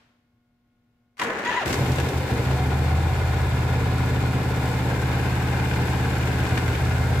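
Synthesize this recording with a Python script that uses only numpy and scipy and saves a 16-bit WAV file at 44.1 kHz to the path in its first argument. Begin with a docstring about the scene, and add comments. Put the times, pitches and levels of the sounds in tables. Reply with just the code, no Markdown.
"""A four-cylinder motorcycle starts up in a quiet, humming garage, with two microphones close beside the engine.
Uneven firings ring the silencers, while valve gear and chains clatter in the engine case.
The starter clacks in, grinds and whines; the engine catches, stumbles and climbs to a fast idle.
Filtered noise and resonances make the metal, decaying noise the walls, and sines the mains hum."""
import sys
import numpy as np
from scipy import signal
from scipy.fft import rfft, irfft
from scipy.io import wavfile
from scipy.ndimage import uniform_filter1d

SR = 44100
rng = np.random.default_rng(int(sys.argv[2]) if len(sys.argv) > 2 else 0)


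def master(y):
    """Save y as 16-bit WAV."""
    cut = np.clip(np.atleast_2d(y).T, -1, 1)
    pcm = np.round(cut * 32767)  # scale
    wavfile.write(sys.argv[1], SR, pcm.astype(np.int16))


N = 317520
TIME = np.arange(N) / SR
FREQ = np.fft.rfftfreq(N, 1 / SR)
CATCH_S = 1.65  # the engine begins to fire

# Engine speed. Each row: time in seconds, four-stroke cycles per second.
ENGINE_SPEED = [(1.65, 8.5), (1.75, 10.7), (1.95, 11.85), (2.12, 11.39), (2.57, 15.12), (2.9, 15.76),
                (3.1, 16.71), (5.05, 17.53), (5.7, 17.55), (6.65, 17.3), (6.9, 17.02), (7.2, 16.93)]
# The firings of one cycle. Each row: place in the cycle from 0 to 1, relative push;
# the far silencer is heard in opposite phase.
FIRINGS = [(.12, -.28), (.37, -.16), (.62, 1.0), (.87, .32)]


def undb(db):
    """Decibels to gain."""
    return 10 ** (np.asarray(db) / 20)


def unit(x):
    """Scale to rms 1."""
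    return x / np.sqrt(np.mean(x ** 2))


def steady(x):
    """Scale to rms 1 over every few engine cycles."""
    return x / np.sqrt(uniform_filter1d(x ** 2, size=7700) + 1e-12)


def noise(*channels):
    """White noise of rms 1, independent in each channel."""
    return rng.standard_normal((*channels, N))


def curves(table):
    """Each column of a table, joined by straight lines in time."""
    seconds, *columns = np.transpose(table)
    return [np.interp(TIME, seconds, column) for column in columns]


def colour(points):
    """Causal (minimum-phase) response with the given outline of Hz and dB."""
    hz, db = np.transpose(points)
    outline_db = np.interp(np.log(FREQ + 1), np.log(hz), db)
    # folding the cepstrum forward in time gives the causal phase
    cepstrum = irfft(np.log(undb(outline_db)), N)
    cepstrum[1:N // 2] *= 2
    cepstrum[N // 2 + 1:] = 0
    return np.exp(rfft(cepstrum))


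def resonance(hz, width):
    """Band-pass response, gain 1 at the centre."""
    return 1j * FREQ * width / (hz ** 2 - FREQ ** 2 + 1j * FREQ * width)


def through(x, response):
    """Filter by a frequency response."""
    return irfft(rfft(x) * response, N)


def walk(rate):
    """Smooth random wandering with rms 1, taking a new value at the given rate in Hz."""
    k = max(int(SR / rate), 1)
    steps = np.repeat(rng.standard_normal(N // k + 1), k)[:N]
    return unit(uniform_filter1d(steps, k))


def strikes(turns, places, sizes):
    """A pulse each time the running count of turns passes one of the places."""
    at = np.interp(places, turns, np.arange(N), left=-1, right=-1).ravel()
    heard = (at >= 0) & (at < N - 1)
    at, sizes = at[heard], sizes.ravel()[heard]
    # each pulse is shared between the two samples around it
    i = at.astype(int)
    return np.bincount(i, sizes * (1 - at + i), N) + np.bincount(i + 1, sizes * (at - i), N)


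def ring(x, t60):
    """Dense ringing as decaying noise, different at each of the two microphones."""
    t = TIME[:SR // 2]
    tail = rng.standard_normal((2, len(t))) * np.exp(-np.log(1000) * t / t60)
    tail = tail[:, :int(2 * t60 * SR)]
    tail = tail / np.sqrt(np.sum(tail ** 2, 1, keepdims=True))
    return signal.oaconvolve(x * np.ones((2, 1)), tail, axes=1)[:, :N]


def fade_in(start, length):
    """Nothing before the start, then a straight rise to 1."""
    return np.clip((TIME - start) / length, 0, 1)


def spell(start, length, ramp):
    """Rises to 1 from the start, holds, and falls back once the length has passed."""
    return fade_in(start, ramp) - fade_in(start + length, ramp)


def since_catch():
    """Seconds for which the engine has been firing."""
    return np.maximum(TIME - CATCH_S, 0)


def settling(seconds):
    """1 until the engine catches, then dying away with this time constant."""
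    return np.exp(-since_catch() / seconds)


def combustion(settle_s):
    """Scatter, boom and drone in dB: scatter settles with warmth, and all three shift in stumbles and surges."""
    # Stumbles and surges. Each row: start in seconds, length in seconds, then the change in dB
    # of the scatter, of the boom and of the drone.
    stumbles = [(1.66, 0.1, -1.5, -2, -5), (1.772, 0.2, -1.6, -2, 1.5), (1.952, 0.34, -.7, -.5, -3),
                (2.283, 0.7, -1.1, 1, 1.3), (3.5, 0.92, 0, -2, 2.1), (4.3, .65, .3, -2.5, 0),
                (5.785, .07, 3.5, -1, 0), (6.44, 0.36, 2.8, -1, 0), (6.8, .45, 0.3, -.5, 2)]
    scatter_db, boom_db, drone_db = sum(np.outer(changes, spell(start, length, 0.02))
                                        for start, length, *changes in stumbles)
    warm_db, cold_db = 0.85, 5.5
    return warm_db + cold_db * settling(settle_s) + scatter_db, boom_db - 28.5, drone_db - 24.5


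def exhaust(turns, low_cut_hz=38, timing=0.0017, gas_per_scatter=5.3):
    """Four unequal firings a cycle ring the silencers; gas flutters through the same pipes."""
    # Silencer resonances, the first the deep boom. Each row: Hz, width in Hz, relative level in dB
    # (the boom is levelled apart from the others).
    pipe_modes = [(75.4, 9, 0), (129.3, 14, 0), (194.5, 6, -11.5), (208, 8, -23), (259, 8, -12.5),
                  (300, 10, -21.5), (328, 12, -26), (377, 12, -25), (478, 44, -27)]
    settle_s = 0.74
    place, push = np.transpose(FIRINGS)
    chance = rng.standard_normal((int(turns[-1]) + 1, 2, len(place)))
    places = np.arange(len(chance))[:, None] + place
    scatter_db, boom_db, drone_db = combustion(settle_s)
    scatter = np.interp(places, turns, scatter_db)
    # a stumbling engine fires unevenly in both strength and time, and blows more loose gas
    late = timing * scatter * chance[:, 0]
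    pulses = strikes(turns, places + late, push + (undb(scatter) - 1) * chance[:, 1] / 2)
    gas = undb(-28 + gas_per_scatter * scatter_db) * noise()
    s = 1j * FREQ / low_cut_hz
    low_cut = s * s / (s * s + np.sqrt(2) * s + 1)
    blast = through(unit(pulses) + gas, low_cut)

    modes = [(-1) ** k * undb(db) * resonance(hz, width) for k, (hz, width, db) in enumerate(pipe_modes)]
    # the two pipes partly cancel each other at one pitch
    notch = 1 - 0.5 * resonance(156, 18)
    boom = steady(through(blast, modes[0] * notch))
    drone = steady(through(blast, sum(modes[1:]) * notch))
    # in one range of speed the silencers boom, at the cost of the drone
    boomy_speed, boomy_range = 16.45, 0.86  # cycles per second
    boomy = np.exp(-((curves(ENGINE_SPEED)[0] - boomy_speed) / boomy_range) ** 6)
    boom = boom * undb(boom_db + 4.5 * boomy)
    drone = drone * undb(drone_db - 1.5 * boomy)
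    # a low shudder, heaviest while the engine is cold and slow
    rumble = unit(through(blast, resonance(52, 15) ** 2)) * undb(-43 + 10 * settling(settle_s))
    build_s = 0.1
    return (rumble + boom + drone) * np.sqrt(fade_in(CATCH_S, build_s))


def misfires():
    """Gain of the exhaust: it sags for a moment at each weak firing."""
    # Gaps in the throb. Each row: time in seconds, depth in dB.
    gaps = [(1.755, 4), (2.255, 5), (4.44, 2), (5.875, 0), (6.495, 4.5), (6.79, 4)]
    width_s = 0.018
    return undb(-sum(db * np.exp(-((TIME - s) / width_s) ** 2) for s, db in gaps))


def thumps():
    """An uneven firing swings the gas in the silencers for a few cycles."""
    # Single thumps. Each row: start in seconds, pitch in Hz, level in dB before rise and decay.
    uneven_firings = [(1.714, 124, -21), (1.718, 269, -17), (1.78, 260, -22.5), (1.97, 125, -12),
                      (2.318, 189, -21), (5.832, 158, -14), (6.522, 100, -13), (6.584, 190, -17)]
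    rise_s, t60_s = 0.0043, 0.059
    out = np.zeros(N)
    for s, hz, db in uneven_firings:
        age = np.maximum(TIME - s, 0)
        envelope = fade_in(s, rise_s) * np.exp(-np.log(1000) * age / t60_s)
        out += undb(db) * envelope * np.sin(2 * np.pi * hz * age)
    return out


def puffs(pipes, hz=480, width_hz=600):
    """Gas chuffs at the tailpipes on every outward swing of the pressure."""
    gas = np.maximum(pipes, 0) * noise()
    return unit(through(gas, resonance(hz, width_hz) ** 2)) * undb(-43)


def rattle(turns, count, scatter_db, slack, t60, parts_db):
    """Parts that knock at their own places in every cycle, never quite alike."""
    own = rng.standard_normal((count, 2))
    chance = rng.standard_normal((int(turns[-1]) + 1, 2, count))
    own_places = (np.arange(count) + own[:, 0] / 4) / count
    places = np.arange(len(chance))[:, None] + own_places + slack * chance[:, 0]
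    sizes = undb(parts_db * own[:, 1] + scatter_db * chance[:, 1])
    # neighbouring knocks come from different parts of the engine and ring differently
    return unit(sum(ring(strikes(turns, places[:, k::8], sizes[:, k::8]), t60) for k in range(8)))


def singing_covers(turns, buzz_db=-5):
    """Each cover rattles softly and coarsely all the time and sings out in spells."""
    # Covers that sing along with the gears. Each name: Hz, width in Hz of one stage, relative resting level in dB.
    covers = {"clutch": (755, 77, -55), "alternator": (1562, 125, -53.5), "valve": (2240, 960, -52),
              "chain": (496, 97, -55), "sump": (864, 120, -54), "side": (1445, 87, -52.5)}
    # Spells of singing. Each row: start in seconds, length in seconds, which cover, rise in dB.
    singing = [(2.43, 0.71, "clutch", 16.5), (4.8, 2.6, "alternator", 12.5), (5.05, 1.86, "valve", 7),
               (1.9, 0.515, "chain", 16.5), (4.4, .65, "chain", 12.5), (4.45, 1.7, "sump", 11),
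               (2.95, 1.7, "side", 6), (6.6, .7, "side", 7)]
    knocks = rattle(turns, count=8, scatter_db=3.0, slack=0.01986, t60=0.015, parts_db=-1.5)
    drive = rfft(knocks + undb(buzz_db) * noise(2))
    out = 0
    for name, (hz, width, db) in covers.items():
        rise_db = sum(rise * spell(start, length, 0.087)
                      for start, length, cover, rise in singing if cover == name)
        out = out + unit(irfft(drive * resonance(hz, width) ** 2, N)) * undb(db + rise_db)
    return out


def machinery(turns, running, rush_db=-5, spray_db=1, throb_db=1.0, case_db=-1.58):
    """Valve gear knocks in the case, its covers and fins; chains tick above it; all swell once a cycle."""
    # Broad colour of the engine case. Each row: Hz, dB.
    case_colour = [(90, -25), (170, 0.5), (228, -11), (300, -2), (400, -8), (500, -13), (610, -12),
                   (820, -10.5), (1050, -15.5), (1250, -17.5), (1550, -16), (2400, -20), (3300, -26),
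                   (5000, -32.5), (8000, -65.5)]
    # Resonances of the case. Each row: Hz, width in Hz, dB over the colour.
    case_modes = [(752, 68, -6), (1665, 31, -17)]
    # Cooling fins that ring all the while. Each row: Hz, width in Hz of one stage, dB relative to the clatter.
    fin_modes = [(1435, 14, -22.5), (2093, 29, -23.5), (3620, 70, -26.5), (4280, 32, -31)]
    # Fine hiss of chains and intake. Each row: Hz, dB.
    hiss_colour = [(2060, -22), (3500, -7), (5450, -7), (7670, -5), (9300, -12), (11600, -10),
                   (14600, -12.5), (15500, -16.5)]
    # Spells of harder rattling. Each row: start in seconds, length in seconds, rise in dB.
    rattling = [(1.921, 0.14, 0.5), (2.257, 0.31, 1.5), (4.585, 2.2, 0.64)]

    # slow rises in dB per second as the engine warms, and a surplus that fades as the oil arrives
    oil = settling(0.37)
    clatter_db = -29.5 + 0.0139 * since_catch() + 6 * oil
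    hiss_db = -49.5 + 0.47 * since_catch() + 9 * oil
    rattling_db = sum(rise_db * spell(start, length, 0.043) for start, length, rise_db in rattling)
    throb = throb_db * np.cos(2 * np.pi * (turns - .4))

    knocks = rattle(turns, count=20, scatter_db=2.0, slack=0.0051, t60=0.048, parts_db=1.14)
    knocks = knocks + undb(rush_db) * noise(2)
    ticks = rattle(turns, count=32, scatter_db=3.2, slack=.005, t60=.02, parts_db=1.2)
    ticks = ticks + undb(spray_db) * noise(2)

    resonances = sum(undb(db) * resonance(hz, width) for hz, width, db in case_modes)
    case = undb(case_db) * unit(through(knocks, colour(case_colour) * (1 + resonances)))
    fins = sum(undb(db) * unit(through(knocks, resonance(hz, width) ** 2)) for hz, width, db in fin_modes)
    body = (case + fins) * undb(clatter_db + rattling_db)
    hiss = unit(through(ticks, colour(hiss_colour))) * undb(hiss_db + rattling_db)
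    return (body + singing_covers(turns) + hiss) * undb(throb) * running


def intake(turns, hz=390, width=330, gulp_db=4):
    """The carburettors gulp air once for every cylinder, loudest while the engine picks up."""
    air = unit(through(noise(), resonance(hz, width) ** 2))
    gulps = np.cos(2 * np.pi * len(FIRINGS) * turns) - 1.5
    return air * undb(-42 + 11.5 * settling(0.95) + gulp_db * gulps)


def loose_parts(turns, scatter_db=2.5):
    """Brackets and shields, each with its own note, are shaken twice a cycle; now one rings out, now another."""
    # Notes of the loose brackets and shields. Each row: Hz, width in Hz, relative level in dB.
    loose_notes = [(471, 25, -2), (518, 32, -4.5), (690, 53, -4), (753, 19, 2), (868, 54, -2),
                   (947, 27, -1.5), (1026, 34, -2), (1350, 62, -4), (1486, 51, -5), (1688, 23, -4.5),
                   (1793, 37, -14), (2030, 44, -9.5), (2200, 70, -8.5), (2455, 63, -10)]
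    out = np.zeros((2, N))
    for hz, width, db in loose_notes:
        chance = rng.standard_normal((2 * int(turns[-1]) + 2, 3))
        places = (np.arange(len(chance)) + rng.random() + .08 * chance[:, 0]) / 2
        peak = signal.iirpeak(hz, hz / width, SR)
        for side in range(2):
            blows = strikes(turns, places, undb(scatter_db * chance[:, 1 + side]))
            out[side] += undb(db) * unit(signal.lfilter(*peak, blows))
    return unit(out) * undb(-41)


def starter(grit_db=2, tooth_db=3, housing_t60=0.035, housing_ring_db=-4):
    """The starter's gears grind and growl under compression, squeal as they run free, and sink as the engine fires."""
    # Compressions drag the starter down. Each row: time in seconds, gear mesh rate in Hz,
    # level of the whine in dB before the housing and its ring.
    mesh = [(1.208, 1002, -50), (1.219, 975, -28), (1.235, 900, -44), (1.25, 520, -35), (1.28, 430, -38),
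            (1.315, 530, -37), (1.365, 390, -41), (1.4, 560, -38), (1.44, 902, -52), (1.458, 948, -31.5),
            (1.497, 980, -26.5), (1.507, 915, -36), (1.517, 870, -29), (1.545, 915, -32), (1.56, 975, -34),
            (1.574, 992, -28.5), (1.595, 950, -29.5), (1.606, 830, -38), (1.618, 735, -33),
            (1.66, 500, -44)]
    # Partials of the whine. Each row: multiple of the mesh rate, relative level in dB.
    whine_partials = [(1, 3.5), (2, 0), (3, -15), (4, -21), (7, -25)]
    # Colour of the grinding. Each row: Hz, dB.
    grind_colour = [(50, -18), (100, -9.5), (220, -3.5), (470, -2.5), (700, -5), (1000, -7.5), (1700, -3.5),
                    (2400, -12), (3300, -22), (5300, -30.5), (7000, -28), (9200, -40), (15000, -46)]
    bite_s, bite_rise_s, release_s, release_fall_s = 1.188, 0.039, 1.65, 0.059
    squeal_s, squeal_length_s = 1.445, 0.183  # the starter clutch squeals just before the catch

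    mesh_hz, whine_db = curves(mesh)
    phase = 2 * np.pi * np.cumsum(mesh_hz * (1 + 0.021 * walk(700))) / SR
    # teeth never meet twice alike, so the upper partials break up into bands of noise
    teeth = 0
    for k, db in whine_partials:
        roughness = 0.36 + 0.2 * (k - 1)
        flutter = 1 + roughness * (walk(170) + 1j * walk(170))
        teeth = teeth + undb(db) * np.real(np.exp(1j * round(k) * phase) * flutter)
    teeth = unit(teeth) * undb(whine_db)
    # the housing rings when the mesh rate passes its note
    whine = through(teeth, 1 + undb(-14) * resonance(950, 51))
    housing = undb(housing_ring_db) * ring(teeth, housing_t60)

    grit = noise(2) * undb(grit_db * walk(400) + tooth_db * np.cos(phase))
    grind = unit(through(grit, colour(grind_colour)))
    # the grinding eases after the first bite and partly comes back with the squeal
    squealing = spell(squeal_s, squeal_length_s, 0.02)
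    eased = fade_in(bite_s, squeal_s - bite_s) - 0.29 * squealing
    grind = grind * undb(-28 - 4 * eased)
    scrape = unit(through(noise(2) * undb(grit_db * walk(330)), resonance(2620, 1660) ** 2))
    scrape = scrape * undb(-37) * squealing
    engaged = fade_in(bite_s, bite_rise_s) * (1 - fade_in(release_s, release_fall_s))
    return (grind + scrape + whine + housing) * engaged


def clacks(t60=0.061, attack=0.0016, trim_db=-8.0):
    """Short metallic blows: a dull ring of the case and a bright crack."""
    # Clacks of the solenoid, starter clutch, rough firings and slack chains.
    # Each row: start in seconds, level in dB before the trim, brightness in dB.
    metal_blows = [(1.169, -42.5, -5), (1.179, -38, -1), (1.19, -30, -4), (1.195, -16.5, -11),
                   (1.215, -15.5, -9), (1.234, -25.5, 5), (1.386, -29, 2), (1.448, -20, -17),
                   (1.657, -21, -10), (1.678, -20.5, -1), (1.703, -20, -1), (1.727, -21, 7.5),
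                   (1.74, -23, 4), (1.861, -26, -7), (1.917, -29, 8), (1.983, -17, -11), (1.999, -23, 1),
                   (2.087, -28, 8), (2.175, -34.5, 12), (2.511, -26, -7), (4.899, -24, -8),
                   (5.734, -24, -9), (6.273, -24, -8), (6.464, -22, -9), (6.575, -15, -7), (6.678, -24, -5),
                   (6.752, -22, -10)]
    dull, bright = np.zeros(N), np.zeros(N)
    for s, db, bright_db in metal_blows:
        decay = np.exp(-np.log(1000) * np.maximum(TIME - s, 0) / t60)
        blow = undb(db + trim_db) * fade_in(s, attack) * decay
        dull += blow
        bright += blow * undb(bright_db)
    case = unit(through(noise(2), resonance(1380, 2070) ** 2))
    crack = unit(through(noise(2), resonance(2600, 2800) ** 2 + resonance(4700, 5900) ** 2))
    return dull * case + 0.5 * bright * crack


def garage(tail_db=-62, tail_db_per_s=70):
    """Mains hum, its upper partials wavering, over still air and a low drone; a faint noise fades at first."""
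    # Mains hum. Each row: Hz, relative rms level in dB.
    hum_partials = [(120, -80), (240, -71.5), (360, -94), (480, -90), (540, -98), (600, -93), (720, -87.5),
                    (840, -95), (1080, -91), (1440, -89), (2160, -93)]
    # Colour of the still air. Each row: Hz, dB.
    air_colour = [(15, -40), (25, -4), (49, -4), (118, -3.5), (186, -8), (237, -9), (286, -10.5),
                  (427, -18.5), (709, -22), (903, -25.5), (1460, -24), (3500, -31.5), (8780, -44),
                  (15000, -41)]
    hum = 0
    for hz, db in hum_partials:
        waver_db = 0.8 * hz / 1000 * walk(9)
        hum = hum + np.sqrt(2) * undb(db + waver_db) * np.sin(2 * np.pi * (hz * TIME + rng.random()))
    air = unit(through(noise(2), colour(air_colour))) * undb(-69.5 + walk(5.5))
    drone = unit(through(noise(), resonance(110, 12))) * undb(-77)
    tail = unit(through(noise(2), resonance(970, 3600) ** 3)) * undb(tail_db - tail_db_per_s * TIME)
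    return hum + air + drone + tail


def close_pair(x, apart_hz=900, side_db=0.0, lean_db=2.0, cross_hz=6500):
    """Two close microphones share the bass; the left hears more middle, the right more top."""
    width = undb(side_db) * FREQ / np.hypot(FREQ, apart_hz)
    mid = 0.98 * (x[0] + x[1]) / np.sqrt(2)
    side = through((x[0] - x[1]) / np.sqrt(2), width)
    lean = lean_db * np.tanh((cross_hz - FREQ) / 1500) * FREQ / (FREQ + 200)
    return np.array([through(mid + side, undb(lean / 2)), through(mid - side, undb(-lean / 2))])


def scene(room_db=-8, exhaust_db=0, metal_db=-0.83, pipe_room_db=-14, wobble=0.00084, garage_db=-1.5):
    """Engine, starter and garage together, with the bike echoing off the walls."""
    # the crank never turns quite evenly
    turns = np.cumsum(curves(ENGINE_SPEED)[0]) / SR + wobble * walk(30)
    running = fade_in(CATCH_S, 0.01)
    # the silencers round off the strongest pulses
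    pipes = undb(exhaust_db) * np.tanh(3 * (exhaust(turns) * misfires() + thumps())) / 3
    pipes = pipes + puffs(pipes)
    metal = machinery(turns, running) + (intake(turns) + loose_parts(turns)) * running
    metal = undb(metal_db) * (metal + starter() + clacks())
    garage_t60_s = 0.37
    walls = ring(undb(room_db) * metal + undb(pipe_room_db) * pipes, garage_t60_s)
    # the exhaust reaches the right microphone a moment before the left
    delay_s = 0.00017
    pipes = np.array([through(pipes, np.exp(-2j * np.pi * FREQ * delay_s)), pipes])
    bike = pipes + close_pair(metal + walls, apart_hz=1240)
    switched_on = fade_in(1.15, .01)  # the bike is silent until then
    return bike * switched_on + close_pair(undb(garage_db) * garage())


def record(dry):
    """The recorder cuts the deepest bass and the top."""
    dry = signal.sosfilt(signal.butter(2, 14, "high", fs=SR, output="sos"), dry)
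    return signal.sosfilt(signal.ellip(10, .2, 80, 15550, fs=SR, output="sos"), dry)


dry = scene()
out = record(dry)
master(out)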